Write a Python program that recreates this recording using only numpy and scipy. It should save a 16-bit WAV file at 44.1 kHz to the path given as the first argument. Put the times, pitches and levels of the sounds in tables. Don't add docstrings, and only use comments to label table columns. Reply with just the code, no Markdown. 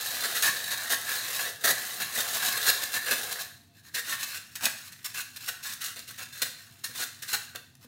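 import sys
import numpy as np
from scipy import signal
from scipy.fft import rfft, irfft, next_fast_len
from scipy.io import wavfile

SR = 44100
rng = np.random.default_rng(int(sys.argv[2]) if len(sys.argv) > 2 else 0)


def master(y):
    cut = np.clip(np.atleast_2d(y).T, -1, 1)
    pcm = np.round(cut * 32767)
    wavfile.write(sys.argv[1], SR, pcm.astype(np.int16))


N = 347067
TIME = np.arange(N) / SR


def from_db(db):
    return 10 ** (np.asarray(db) / 20)


def rms_one(x):
    return x / np.sqrt(np.mean(x ** 2) + 1e-20)


def at_hz(points, hz):
    table_hz, value = np.transpose(points)
    return np.interp(np.log(np.maximum(hz, 1)), np.log(table_hz), value)


def colour(x, spectrum):
    size = 2 * next_fast_len(N // 2 + SR // 10, True)
    gain = rms_one(from_db(at_hz(spectrum, np.fft.rfftfreq(size, 1 / SR))))
    cepstrum = irfft(np.log(gain))[:size // 2]
    cepstrum[1:] *= 2
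    response = np.exp(rfft(cepstrum, size))
    return irfft(rfft(x, size) * response)[:N]


def drift(rate):
    return rms_one(np.interp(TIME * rate, np.arange(N), rng.standard_normal(N)))


def moving_shares(rate, count):
    shares = np.array([drift(rate) for _ in range(count)])
    return shares / np.linalg.norm(shares, axis=0)


# freq_hz, density_db
AIR_SPECTRUM = [(20, -18), (55, -16), (75, -13.5), (95, -5), (130, 4), (170, -1.5), (240, -4), (350, -11.5),
                (550, -21.5), (850, -18), (1500, -28), (4000, -25), (16000, -41)]
AIR_DB = -63.5
# freq_hz, width_hz (of each of two filter passes), level_db
DRONES = [(100.2, 33, -65.5), (240, 24, -73), (692, 18, -79)]


def background():
    out = from_db(AIR_DB) * colour(rng.standard_normal(N), AIR_SPECTRUM)
    for hz, width_hz, level_db in DRONES:
        b, a = signal.iirpeak(hz, hz / width_hz, fs=SR)
        once = signal.lfilter(b, a, rng.standard_normal(N))
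        drone = signal.lfilter(b, a, once)
        out += from_db(level_db) * rms_one(drone)
    return out


def push(s, rise_s, hold_s, release_s):
    t = TIME - s
    build_up = (np.minimum(t, 0) / rise_s) ** 2
    die_away = np.maximum(t - hold_s, 0) / release_s
    return np.exp(-np.minimum(build_up + die_away, 20))


def forces(level_db, scrape_db, patter_db, shape):
    return np.outer(from_db(level_db + np.array([0, scrape_db, patter_db])), shape)


# time_s, hiss_db
SLIDE = [(0.0, -37.5), (0.36, -33.5), (0.66, -39), (0.86, -38), (1.02, -40.5), (1.12, -31), (1.23, -37),
         (1.48, -36), (1.58, -57), (1.63, -43.5), (1.72, -39), (1.93, -39.5), (2.13, -39), (2.36, -34.5),
         (2.77, -35.5), (2.9, -41.5), (3.05, -41), (3.24, -36.5), (3.42, -44.5), (3.68, -74)]
SLIDE_SCRAPE_DB, SLIDE_PATTER_DB = -5.5, -14.5
TOUCH_START_S, TOUCH_END_S, TOUCH_FADE_S = 3.95, 7.5, 0.04
TOUCH_DB, TOUCH_SCRAPE_DB, TOUCH_PATTER_DB = -59, -1, -20.5
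SPILL_DB, SPILL_S = -15.5, 0.088


def loose_sugar():
    slide_shape = from_db(np.interp(TIME, *np.transpose(SLIDE)))
    slide = forces(0, SLIDE_SCRAPE_DB, SLIDE_PATTER_DB, slide_shape)
    touch = push(TOUCH_START_S, TOUCH_FADE_S, TOUCH_END_S - TOUCH_START_S, TOUCH_FADE_S)
    drag = from_db(TOUCH_DB) * touch
    spill_power = 0
    for s, level_db, rise_s, hold_s, _ in RUBS:
        spill_power = spill_power + (from_db(level_db + SPILL_DB) * push(s, rise_s, hold_s, SPILL_S)) ** 2
    finger_shape = np.sqrt(drag ** 2 + spill_power)
    return np.hypot(slide, forces(0, TOUCH_SCRAPE_DB, TOUCH_PATTER_DB, finger_shape))


# full_force_s, hiss_db, hold_s, scrape_db (re the hiss)
SURGES = [(0.239, -32.5, .02, 1.5), (0.354, -31.5, 0.016, -1), (0.428, -26.5, .064, -6.5),
          (0.709, -34, 0.036, -5), (0.904, -26, 0.036, -7), (1.396, -32.5, 0.015, -2),
          (1.644, -23, 0.016, -5), (1.677, -24.5, 0.036, -8), (2.004, -31.5, .026, -1),
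          (2.148, -34.5, 0.022, -1), (2.177, -29, .04, -7), (2.332, -30, 0.041, -14),
          (2.431, -29.5, 0.055, -9.5), (2.574, -31.5, 0.0057, -1.5), (2.658, -27.5, .01, -15),
          (2.672, -22, .028, -7.5), (2.822, -31, 0.016, -14), (2.942, -28, 0.029, -8),
          (3.065, -34, 0.044, -2), (3.112, -26.5, .022, -3.5), (3.317, -32.5, 0.011, -34),
          (3.395, -37.5, 0.022, -10.5)]
SURGE_RISE_S, SURGE_PATTER_DB = 0.0045, -15
# full_force_s, hiss_db, rise_s, hold_s, patter_db (re the hiss)
RUBS = [(3.758, -61, .012, 0.043, -16), (3.853, -55.5, 0.017, 0.041, -12),
        (3.949, -34.5, 0.0067, 0.049, -16), (4.115, -31, 0.048, 0.03, -16.5), (4.197, -36, .008, .02, -19),
        (4.23, -32, .01, 0.0063, -21.5), (4.313, -39.5, 0.058, 0.063, -20.5),
        (4.555, -33.5, 0.0008, 0.0035, -20.5), (4.61, -38.5, 0.0022, .015, -13),
        (4.65, -28.5, 0.023, .018, -8), (4.787, -49, 0.021, 0.097, -23), (4.923, -44, .004, 0.0037, -21),
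        (5.051, -35.5, 0.0068, 0.014, -33), (5.152, -36.5, 0.01, 0.061, -20),
        (5.363, -42, 0.0027, 0.0089, -18), (5.409, -45, .006, 0.055, -29), (5.489, -33, 0.014, 0.0047, -14),
        (5.637, -37.5, .009, 0.1, -23.5), (5.819, -36, 0.012, 0.047, -39), (5.884, -42.5, .01, 0.027, -24),
        (5.962, -43, 0.0039, 0.043, -14), (6.087, -43, 0.013, 0.027, -19.5),
        (6.19, -40.5, 0.01, 0.044, -12.5), (6.329, -46, .003, 0.14, -20.5),
        (6.425, -28, 0.0066, 0.0043, -14), (6.452, -45, 0.0088, 0.015, -20),
        (6.790, -58, .003, 0.0046, -22), (6.844, -31.5, 0.0049, 0.0098, -20),
        (6.955, -39.5, .006, 0.051, -14.5), (7.014, -34, 0.026, .023, -11.5),
        (7.227, -34.5, 0.0049, 0.0079, -29.5), (7.295, -36.5, 0.018, .026, -27),
        (7.33, -28.5, 0.0024, .02, -12.5), (7.551, -44, 0.0023, .01, -2.5), (7.843, -56, 0.033, .005, -4.5)]
RUB_SCRAPE_DB = -5
SETTLE_S = 0.010


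def pushed_sugar():
    power = 1e-18
    for s, level_db, hold_s, scrape_db in SURGES:
        shape = push(s, SURGE_RISE_S, hold_s, SETTLE_S)
        power += forces(level_db, scrape_db, SURGE_PATTER_DB, shape) ** 2
    for s, level_db, rise_s, hold_s, patter_db in RUBS:
        shape = push(s, rise_s, hold_s, SETTLE_S)
        power += forces(level_db, RUB_SCRAPE_DB, patter_db, shape) ** 2
    return np.sqrt(power)


def grains(force, per_s, spread_db, slip_db, slips_per_s=45, slip_s=0.0064):
    rate = per_s * np.cbrt(force / force.mean())
    chance = np.clip(rate / SR, 1e-4, 1)
    size_db = spread_db * np.minimum(rng.exponential(1, N), 4)
    sizes = rms_one(from_db(size_db) * rng.standard_normal(N))
    starts = (rng.random(N) < slips_per_s / SR) * rng.random(N)
    slips = signal.lfilter([1], [1, -np.exp(-1 / (slip_s * SR))], starts + 1e-18)
    unevenness = rms_one(np.sqrt(1 + from_db(slip_db) ** 2 * slips))
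    hits = rng.random(N) < chance
    return force * unevenness * sizes * hits / np.sqrt(chance)


# freq_hz, width_hz, open_lift_db, hand_inside_lift_db (before wandering)
CUP_RESONANCES = [(488, 97, 8, 3.5), (707, 93, 10.5, 5.5), (1086, 39, 6.5, 2), (1290, 16, -2.5, -0.5),
                  (1508, 73, 2, 6), (1666, 100, 10, 5.5), (1754, 44, 4.5, -4.5), (1848, 91, 4, 5),
                  (1976, 22, 6.5, 3), (2583, 170, 2, -1), (2610, 130, 2, 6), (2800, 67, 2.5, 5.5),
                  (3390, 26, 0.5, -11), (3600, 56, 6, 6.5), (3848, 81, 7, 4), (4020, 70, -0.5, -1.5),
                  (4137, 166, 6.5, 7), (4590, 65, 3, 0.5), (5490, 120, 0.5, 4), (6610, 69, 3, 4),
                  (9580, 120, 3.5, -2), (12900, 430, 3, -1)]


def cup(x, hand, flare_db):
    for hz, width_hz, open_db, damped_db in CUP_RESONANCES:
        b, a = signal.iirpeak(hz, hz / width_hz, fs=SR)
        lift_db = open_db + hand * (damped_db - open_db) + flare_db * drift(rate=8.3)
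        x = x + signal.lfilter(b, a, (from_db(lift_db) - 1) * x + 1e-18)
    return x


# freq_hz, density_db
HISS_SPECTRUM = [(100, -34), (700, -18.5), (1500, -8.5), (2600, -3.5), (3100, -1), (4000, 0.5),
                 (5000, -0.5), (7000, 0), (10000, -1.5), (14000, -1.5), (15800, -4)]
# freq_hz, density_db
SCRAPE_SPECTRUM = [(100, -35), (600, -29), (1000, -8.5), (1350, 1), (1700, 1.5), (2100, -2), (2700, -5),
                   (3300, -13), (4200, -20), (8000, -24)]
# freq_hz, density_db
PATTER_SPECTRUM = [(30, -31), (80, -5.5), (160, -6.5), (250, -1.5), (320, -2), (430, -1), (800, -2.5),
                   (1200, 1.5), (2200, -8), (8000, -31)]
HAND_IN_S, HAND_REACH_S = 3.5, 0.17


def sifter():
    hiss_flow, scrape_flow, patter_flow = loose_sugar()
    hiss_push, scrape_push, patter_push = pushed_sugar()
    surge_force = hiss_push * from_db(-0.5)
    scrape_force = np.hypot(scrape_flow, scrape_push) * from_db(-6)
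    patter_force = np.hypot(patter_flow, patter_push) * from_db(-3)
    trickle = grains(hiss_flow, per_s=11000, spread_db=0.6, slip_db=6.5)
    surge = grains(surge_force, per_s=13000, spread_db=-0.5, slip_db=5.0, slips_per_s=110, slip_s=0.0062)
    scrape = grains(scrape_force, per_s=4000, spread_db=2.5, slip_db=5.5)
    patter = grains(patter_force, per_s=7000, spread_db=1.74, slip_db=-1.5)
    sugar = colour(trickle + surge + snaps(), HISS_SPECTRUM)
    sugar = sugar + colour(scrape, SCRAPE_SPECTRUM) + colour(patter, PATTER_SPECTRUM)
    hand = np.clip((TIME - HAND_IN_S) / HAND_REACH_S, 0, 1)
    return cup(sugar, hand, flare_db=1.8)


# start_s, level_db (before the hiss colour and the cup), die_away_s
SNAPS = [(0.424, -19, 0.0032), (.902, -32, 0.0016), (3.060, -35, 0.0026), (3.120, -30, 0.0028),
         (3.311, -35, .003), (4.556, -42, 0.0033), (4.655, -15, 0.0042), (5.409, -41, .003),
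         (5.486, -29.5, 0.0033), (5.993, -33, 0.0011), (6.327, -42, .003), (6.419, -23, 0.0055),
         (7.332, -19.5, 0.0012), (7.559, -27, 0.001), (7.753, -45.5, 0.0014), (7.845, -52, 0.0049)]


def snaps():
    t = TIME[:SR // 20]
    out = np.zeros(N + len(t))
    for s, level_db, decay_s in SNAPS:
        start = int(s * SR)
        crack = np.exp(-t / decay_s) * rng.standard_normal(len(t))
        out[start:start + len(t)] += from_db(level_db) * crack
    return out[:N]


# start_s, level_db (before the mode levels and spread)
KNOCKS = [(0.906, -52), (1.646, -50), (1.702, -37), (2.009, -41), (2.179, -40.5), (2.944, -44), (3.12, -36),
          (4.656, -48), (6.421, -47), (6.895, -46.5), (7.847, -47)]
# freq_hz, level_db (re the knock), t60_s
BODY_MODES = [(132, -9.5, 0.21), (172, -12, 0.18), (246, -4, 0.1), (310, -10, .08), (485, -2.5, 0.061),
              (563, -22.5, 0.037)]


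def knocks(spread_db):
    s, knock_db = np.transpose(KNOCKS)
    starts = np.minimum((s * SR).astype(int), N - 1)
    uneven_db = spread_db * rng.standard_normal((len(s), len(BODY_MODES)))
    strengths = from_db(knock_db[:, None] + uneven_db)
    out = np.zeros(N)
    for (hz, level_db, t60_s), strength in zip(BODY_MODES, strengths.T):
        clicks = np.zeros(N)
        clicks[starts] = strength * from_db(level_db)
        r, w = np.exp(-np.log(1000) / (t60_s * SR)), 2 * np.pi * hz / SR
        out += signal.lfilter([0, np.sin(w)], [1, -2 * r * np.cos(w), r * r], clicks + 1e-18)
    return out


# time_s, level_db
BRUSH = [(3.74, -89), (3.78, -59), (3.83, -73), (3.88, -69), (3.93, -66), (3.95, -90)]


def wall_brush(hz, width_hz):
    b, a = signal.iirpeak(hz, hz / width_hz, fs=SR)
    once = signal.lfilter(b, a, rng.standard_normal(N))
    ring = signal.lfilter(b, a, once)
    level = from_db(np.interp(TIME, *np.transpose(BRUSH)))
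    brushing = (TIME > BRUSH[0][0]) * (TIME < BRUSH[-1][0])
    return level * rms_one(ring) * brushing


def counter_echoes(x, decay_s, level_db, count=6):
    t, out = TIME[:SR // 30], x
    for share in moving_shares(22, count):
        echoes = rng.standard_normal(len(t)) * np.exp(-t / decay_s) * (t > 0.0004)
        echoes = echoes / np.linalg.norm(echoes)
        out = out + from_db(level_db) * signal.oaconvolve(x * share, echoes)[:N]
    return out


# freq_hz, t60_s
ROOM_T60 = [(150, 0.41), (1500, 0.46), (4000, 0.51), (8000, 0.45), (15000, 0.34)]


def kitchen(x, rise_s, level_db, count=4):
    t, out = TIME[:SR * 3 // 5], 0
    hz, edges = np.fft.rfftfreq(len(t), 1 / SR), np.geomspace(60, 18000, 10)
    for share in moving_shares(12, count):
        white = rfft(rng.standard_normal(len(t)))
        tail = np.zeros(len(t))
        for lo, hi in zip(edges, edges[1:]):
            band = irfft(white * (hz >= lo) * (hz < hi), len(t))
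            t60_s = at_hz(ROOM_T60, np.sqrt(lo * hi))
            tail += band * np.exp(-np.log(1000) * t / t60_s)
        tail = tail * np.minimum(t / rise_s, 1)
        out = out + signal.fftconvolve(x * share, tail / np.linalg.norm(tail))[:N]
    return from_db(level_db) * out


def scene():
    no_deep_bass = signal.butter(3, 130, "high", fs=SR, output="sos")
    thuds = signal.sosfilt(no_deep_bass, knocks(spread_db=0.5))
    direct = sifter() + thuds + wall_brush(hz=1690, width_hz=160)
    near = counter_echoes(direct, decay_s=0.004, level_db=-8.0)
    room = kitchen(near, rise_s=0.014, level_db=-8.5)
    return (near + room + background())[None]


CUTOFF_HZ = 15800


def record(dry):
    low_pass = signal.ellip(12, 0.1, 80, CUTOFF_HZ, fs=SR, output="sos")
    return signal.sosfilt(low_pass, dry)


dry = scene()
out = record(dry)
master(out)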